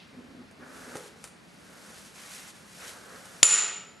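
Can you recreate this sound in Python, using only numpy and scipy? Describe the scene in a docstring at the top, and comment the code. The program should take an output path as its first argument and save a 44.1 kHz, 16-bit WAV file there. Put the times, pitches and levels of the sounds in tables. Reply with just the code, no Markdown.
"""A bare room with a table. A hand sets down a small domed metal disc with a few ticks and thuds,
rubs and presses it with a finger, and withdraws with a rustle of sleeve.
A moment later the disc snaps through and jumps: a crack and a high ping that fill the room.
A limiter ducks the snap and lets the echo swell back."""
import sys
import numpy as np
from scipy import signal
from scipy.fft import rfft, irfft
from scipy.io import wavfile
from scipy.ndimage import minimum_filter1d

SR = 44100
rng = np.random.default_rng(int(sys.argv[2]) if len(sys.argv) > 2 else 0)


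def dump_mix(stems):
    """Bounce the given channels to the path in sys.argv[1] as a 16-bit WAV at rate SR."""
    frames = np.atleast_2d(stems).T  # one column per channel
    limited = np.clip(frames, -1, 1)  # hard clip at full scale
    pcm = np.round(limited * 32767).astype(np.int16)
    wavfile.write(sys.argv[1], SR, pcm)


N = 176400


def amp(db):
    """Decibels to gain."""
    return 10 ** (np.asarray(db) / 20)


def unit(x):
    """Scales to an rms of one."""
    return x / np.sqrt(np.mean(x ** 2) + 1e-20)


def curve_at(points, hz):
    """Reads a table on a log-frequency axis."""
    f, value = np.transpose(points)
    return np.interp(np.log(hz + 1), np.log(f + 1), value)


def equalise(x, colour, gain_db=0):
    """Filters a sound by an EQ curve of (f/Hz, level/dB) points."""
    size = x.shape[-1]
    response = amp(gain_db + curve_at(colour, np.fft.rfftfreq(size, 1 / SR)))
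    return irfft(rfft(x) * response, size)


def fader(points):
    """Gain over time from (t/s, level/dB) points."""
    return amp(np.interp(np.arange(N) / SR, *np.transpose(points)))


def gate(spans, edge_s):
    """Gain over time from (start/s, end/s, level/dB) rows, with soft edges."""
    t = np.arange(N) / SR
    return sum(amp(db) * np.clip(np.minimum(t - start, end - t) / edge_s + .5, 0, 1)
               for start, end, db in spans)


def add(mix, start_s, sound):
    """Mixes a sound in at a time."""
    part = mix[..., round(start_s * SR):][..., :sound.shape[-1]]
    part += sound[..., :part.shape[-1]]


def stereo(mid, side, width_db):
    """Left and right from a centre and an unrelated side signal; the treble stays centred."""
    # EQ of the side signal: f/Hz, level/dB
    side_colour = [(50, -1.5), (150, -11.5), (300, -3.5), (550, -1.5), (1200, -5), (3600, -1),
                   (4200, -15.5), (5500, -68)]
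    side = equalise(side, side_colour, width_db)
    return np.array([mid + side, mid - side])


def hiss(colour, width_db=0):
    """Coloured stereo noise."""
    mid, side = unit(equalise(rng.standard_normal((2, N)), colour))
    return stereo(mid, side, width_db)


def friction(colour, grain_db, grain_hz, width_db):
    """Noise whose strength jumps as the surfaces catch and slip."""
    hz = np.fft.rfftfreq(N, 1 / SR)
    catch = unit(irfft(rfft(rng.standard_normal(N)) / (1 + (hz / grain_hz) ** 2), N))
    return hiss(colour, width_db) * unit(amp(grain_db * catch))


def burst(colour, decay_s, size=8192):
    """A short impact of unit energy: dying noise, evened out to a smooth colour."""
    t = np.arange(size) / SR
    x = rng.standard_normal(size) * np.exp(-t / decay_s)
    taper = (t < t[size // 2]) / (1 + (t / (2 * decay_s)) ** 2)
    for _ in range(3):  # flatten the spectrum while keeping the hit short
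        spectrum = rfft(x * taper)
        x = irfft(spectrum / (abs(spectrum) + 1e-12))
    x = equalise(x, colour)[:size // 2]
    return x / np.linalg.norm(x)


def room_tone():
    """A steady, faint bed of low air."""
    # colour of the air: f/Hz, level/dB
    colour = [(20, -25), (45, -6), (75, -4), (120, -5.5), (185, 4.5), (260, -2), (360, -7.5), (800, -10.5),
              (2200, -13), (3300, -19.5), (4500, -17.5), (7000, -29), (12000, -35)]
    return amp(-55) * hiss(colour)


def cloth_swish():
    """A soft brush of cloth, already fading."""
    # colour of the brush: f/Hz, level/dB
    colour = [(800, -25), (2700, 5), (4800, -2), (8000, -25)]
    start_db, fade_db_per_s = -54, 130
    return amp(start_db - fade_db_per_s * np.arange(N) / SR) * hiss(colour, width_db=-5)


def skin_rub():
    """Skin rubs on the disc and table with a bright, fine grain."""
    # swells of the rubbing: t/s, relative level/dB
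    strokes = [(0, -72), (.18, -70), (.55, -73.5), (.77, -54), (1.0, -53.5), (1.05, -54), (1.078, -53),
               (1.095, -61.5), (1.15, -66), (1.23, -60), (1.35, -73), (1.5, -65.5), (1.986, -52),
               (2.038, -56.5), (2.06, -52), (2.09, -55.5), (2.11, -57.5), (2.135, -60), (2.15, -53),
               (2.298, -50), (2.32, -47), (2.37, -47), (2.39, -48.5), (2.446, -52.5), (2.505, -50),
               (2.525, -58.5), (2.568, -56), (2.64, -60.5), (2.78, -52.5), (2.896, -45.5), (2.95, -53.5),
               (3.04, -57), (3.118, -55), (3.4, -54.5), (3.6, -70)]
    # colour of the skin friction: f/Hz, level/dB
    colour = [(200, -35), (700, -7), (2000, -0.5), (3500, -1), (6500, 1), (9500, -2), (11000, -3),
              (12500, -5)]
    return amp(2.5) * fader(strokes) * friction(colour, grain_db=1, grain_hz=159, width_db=-2.5)


def sleeve_slide():
    """The sleeve slides with a duller rustle as the arm moves."""
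    # swells of the rustle: t/s, level/dB
    moves = [(0, -76), (.1, -63), (.56, -67.5), (.63, -49), (.72, -52), (.8, -49), (.95, -47), (1.04, -55),
             (1.4, -77), (1.7, -57), (1.92, -54.5), (2.12, -64), (2.25, -62.5), (2.76, -60), (2.82, -52),
             (2.95, -51.5), (3.03, -54), (3.15, -48.5), (3.23, -55), (3.35, -53.5), (3.6, -72)]
    # colour of the fabric: f/Hz, level/dB
    colour = [(100, -11.5), (250, -5), (360, -0.5), (500, 5.5), (680, -1), (920, -3), (1150, 0), (1480, 5),
              (1750, 0.5), (2100, -7.5), (3300, -24), (9000, -41)]
    return fader(moves) * friction(colour, grain_db=-0.5, grain_hz=70, width_db=-5)


def low_flutter():
    """Uneven soft bumps in one low resonance while the hand moves in."""
    # spells of flutter: start/s, end/s, level/dB
    spells = [(0.13, 0.462, -49.5), (0.57, 0.969, -52.5)]
    # one narrow low peak: f/Hz, level/dB
    colour = [(60, -16), (150, -13), (215, -9), (252, 6.5), (295, -9), (380, -11.5), (700, -23.5),
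              (1500, -49), (4000, -62)]
    return gate(spells, edge_s=0.035) * friction(colour, grain_db=3, grain_hz=80, width_db=-9)


def table_touches():
    """Disc and fingers meet the table: a damped tick, its scatter off nearby surfaces, and a thud."""
    # contacts: t/s, tick level/dB, thud level/dB
    contacts = [(.512, -36, -32), (0.955, -23, -11.5), (0.956, -28, -11.5), (0.961, -25.5, -17),
                (0.969, -20.5, -30), (1.2404, -29.5, -43), (1.2411, -17, -26), (1.275, -29, -42),
                (2.0497, -32, -51), (3.255, -24.5, -29)]
    # bright edge of a contact: f/Hz, level/dB
    tick_colour = [(200, -16.5), (800, 7), (1400, 8.5), (3000, 1.5), (6000, 4.5), (9500, 5), (12000, -1)]
    # body of the table top: f/Hz, level/dB
    thud_colour = [(40, 11), (120, -17), (260, 2.5), (480, -1), (750, -2.5), (1400, -11), (2500, -17),
                   (8000, -63)]
    taps = np.zeros(N)
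    for start_s, tick_db, thud_db in contacts:
        tick = burst(tick_colour, decay_s=0.0021)
        scatter = amp(0.5) * burst(tick_colour, decay_s=0.021)
        thud = burst(thud_colour, decay_s=0.005)
        add(taps, start_s, amp(tick_db) * (tick + scatter) + amp(thud_db) * thud)
    return taps


def room_echo(sound):
    """A dense mono echo that dies sooner in the treble, with a few lingering resonances."""
    # decay of the room: f/Hz, t60/s
    decay = [(100, 0.52), (400, 0.8), (1000, 0.64), (1350, 0.58), (1900, 0.63), (3000, 0.58), (5000, 0.53),
             (7000, 0.46), (10000, 0.36), (11500, 0.18)]
    # colour of the echo: f/Hz, level/dB
    colour = [(150, -9), (450, 3.5), (900, 3), (1500, 0.5), (3000, -3), (5000, -7.5), (7000, 1.5),
              (10000, 2.5)]
    # resonances that stand out of the echo: f/Hz, relative level/dB, t60/s
    modes = [(416, -18.5, 0.77), (498, -12.5, 0.41), (662, -13, 0.6), (1320, -34, 0.48), (1320, -27, 1.09),
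             (1416, -37, 0.94)]
    build_s, early_db, bloom_s = 0.0043, -2.5, .06
    hz, frame_s, spectra = signal.stft(rng.standard_normal(SR), SR, nperseg=256)
    shape_db = curve_at(colour, hz)[:, None] - 60 * frame_s / curve_at(decay, hz)[:, None]
    tail = signal.istft(spectra * amp(shape_db), SR, nperseg=256)[1][:SR]
    t = np.arange(SR) / SR
    bloom = amp(early_db * np.exp(-(t / bloom_s) ** 4))  # near walls answer first, then the echo blooms
    tail = unit(tail * (1 - np.exp(-t / build_s)) * bloom)
    for mode_hz, db, t60 in modes:
        tone = np.sin(2 * np.pi * (mode_hz * t + rng.random()))
        tail += amp(db) * unit(amp(-60 * t / t60) * tone)
    return amp(1.5) * signal.fftconvolve(sound, tail / np.linalg.norm(tail))[:N]


def hand_drag():
    """A finger pushes the disc along with a dull rasp."""
    # drags: start/s, end/s, level/dB
    drags = [(2.16, 2.5, -55.5), (2.8, 2.87, -49.5)]
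    # colour of the rasp: f/Hz, level/dB
    colour = [(300, -20), (700, -3), (1100, 1), (2000, 2.5), (3000, -4.5), (5000, -21)]
    return gate(drags, edge_s=0.033) * hiss(colour, width_db=-2.5)


def disc_snap(start_s):
    """The dome flips with a crack that spreads briefly to the sides, and rings as it jumps."""
    # modes of the disc: f/Hz, level/dB, t60/s
    modes = [(7102, 20, 0.021), (7020, 12, 0.011), (10000, 2, 0.023), (9900, -5.5, 0.023)]
    # the dome flips, then its rim strikes the table: delay/s, level/dB
    cracks = [(0, 24.5), (.003, 15)]
    # colour of a crack: f/Hz, level/dB
    crack_colour = [(40, -29), (100, -27), (180, -7), (320, -17), (500, -21.5), (1000, -13), (1280, -3),
                    (1650, -5), (2700, -1), (5500, 0.5), (8000, -3.5), (11200, -9), (11900, -45)]
    # a brief stereo spread of the crack: f/Hz, level/dB
    spread_colour = [(40, -11), (110, -8), (260, 13), (550, 7), (1200, -9), (3000, 8), (4200, -8),
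                     (6000, -34)]
    rise_s, sag_hz, sag_s = 0.002, 128, .003
    disc, spread = np.zeros((2, N))
    t = np.arange(SR // 4) / SR
    lag_cycles = sag_hz * sag_s * (1 - np.exp(-t / sag_s))  # starts flat while the dome swings wide
    ring = sum(amp(db - 60 * t / t60) * np.sin(2 * np.pi * (hz * t - lag_cycles))
               for hz, db, t60 in modes)
    add(disc, start_s, ring * (1 - np.exp(-(t / rise_s) ** 2)))
    for delay_s, db in cracks:
        add(disc, start_s + delay_s, amp(db) * burst(crack_colour, decay_s=0.0064))
    add(spread, start_s, burst(spread_colour, decay_s=0.0062))
    return stereo(mid=disc, side=spread, width_db=16.5)


def scene():
    """The disc, centred in the room, over the hand's noises and the room tone."""
    snap, taps = disc_snap(start_s=3.4299), table_touches()
    echo = room_echo(snap.mean(0) + amp(-10) * taps)  # touches reach the room only weakly
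    hand = skin_rub() + sleeve_slide() + hand_drag() + cloth_swish()
    return snap + taps + echo + hand + low_flutter() + room_tone()


def record(dry):
    """A fast limiter that holds and then recovers slowly, soft overload, and the band limits."""
    threshold_db, attack_s, hold_s, release_s = -2.5, .0025, .04, 0.14
    ceiling, low_cut_hz, high_cut_hz = .74, 67, 12200
    over_db = np.maximum(20 * np.log10(abs(dry).max(0) + 1e-9) - threshold_db, 1e-9)
    half_hold = round(hold_s * SR / 2)
    held_db = -minimum_filter1d(-over_db, 2 * half_hold + 1, origin=half_hold)
    fade = np.arange(N) / SR / release_s
    released_db = np.exp(np.maximum.accumulate(np.log(held_db) + fade) - fade)  # each peak dies away
    pole = np.exp(-1 / (SR * attack_s))
    duck_db = signal.lfilter([1 - pole], [1, -pole], released_db)
    saturated = ceiling * np.tanh(dry * amp(-duck_db) / ceiling)
    low_cut = signal.butter(2, low_cut_hz, "highpass", fs=SR, output="sos")
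    high_cut = signal.firwin(301, high_cut_hz, window=("kaiser", 9), fs=SR)
    return signal.oaconvolve(signal.sosfilt(low_cut, saturated), high_cut[None], "same")


dry = scene()
out = record(dry)
dump_mix(out)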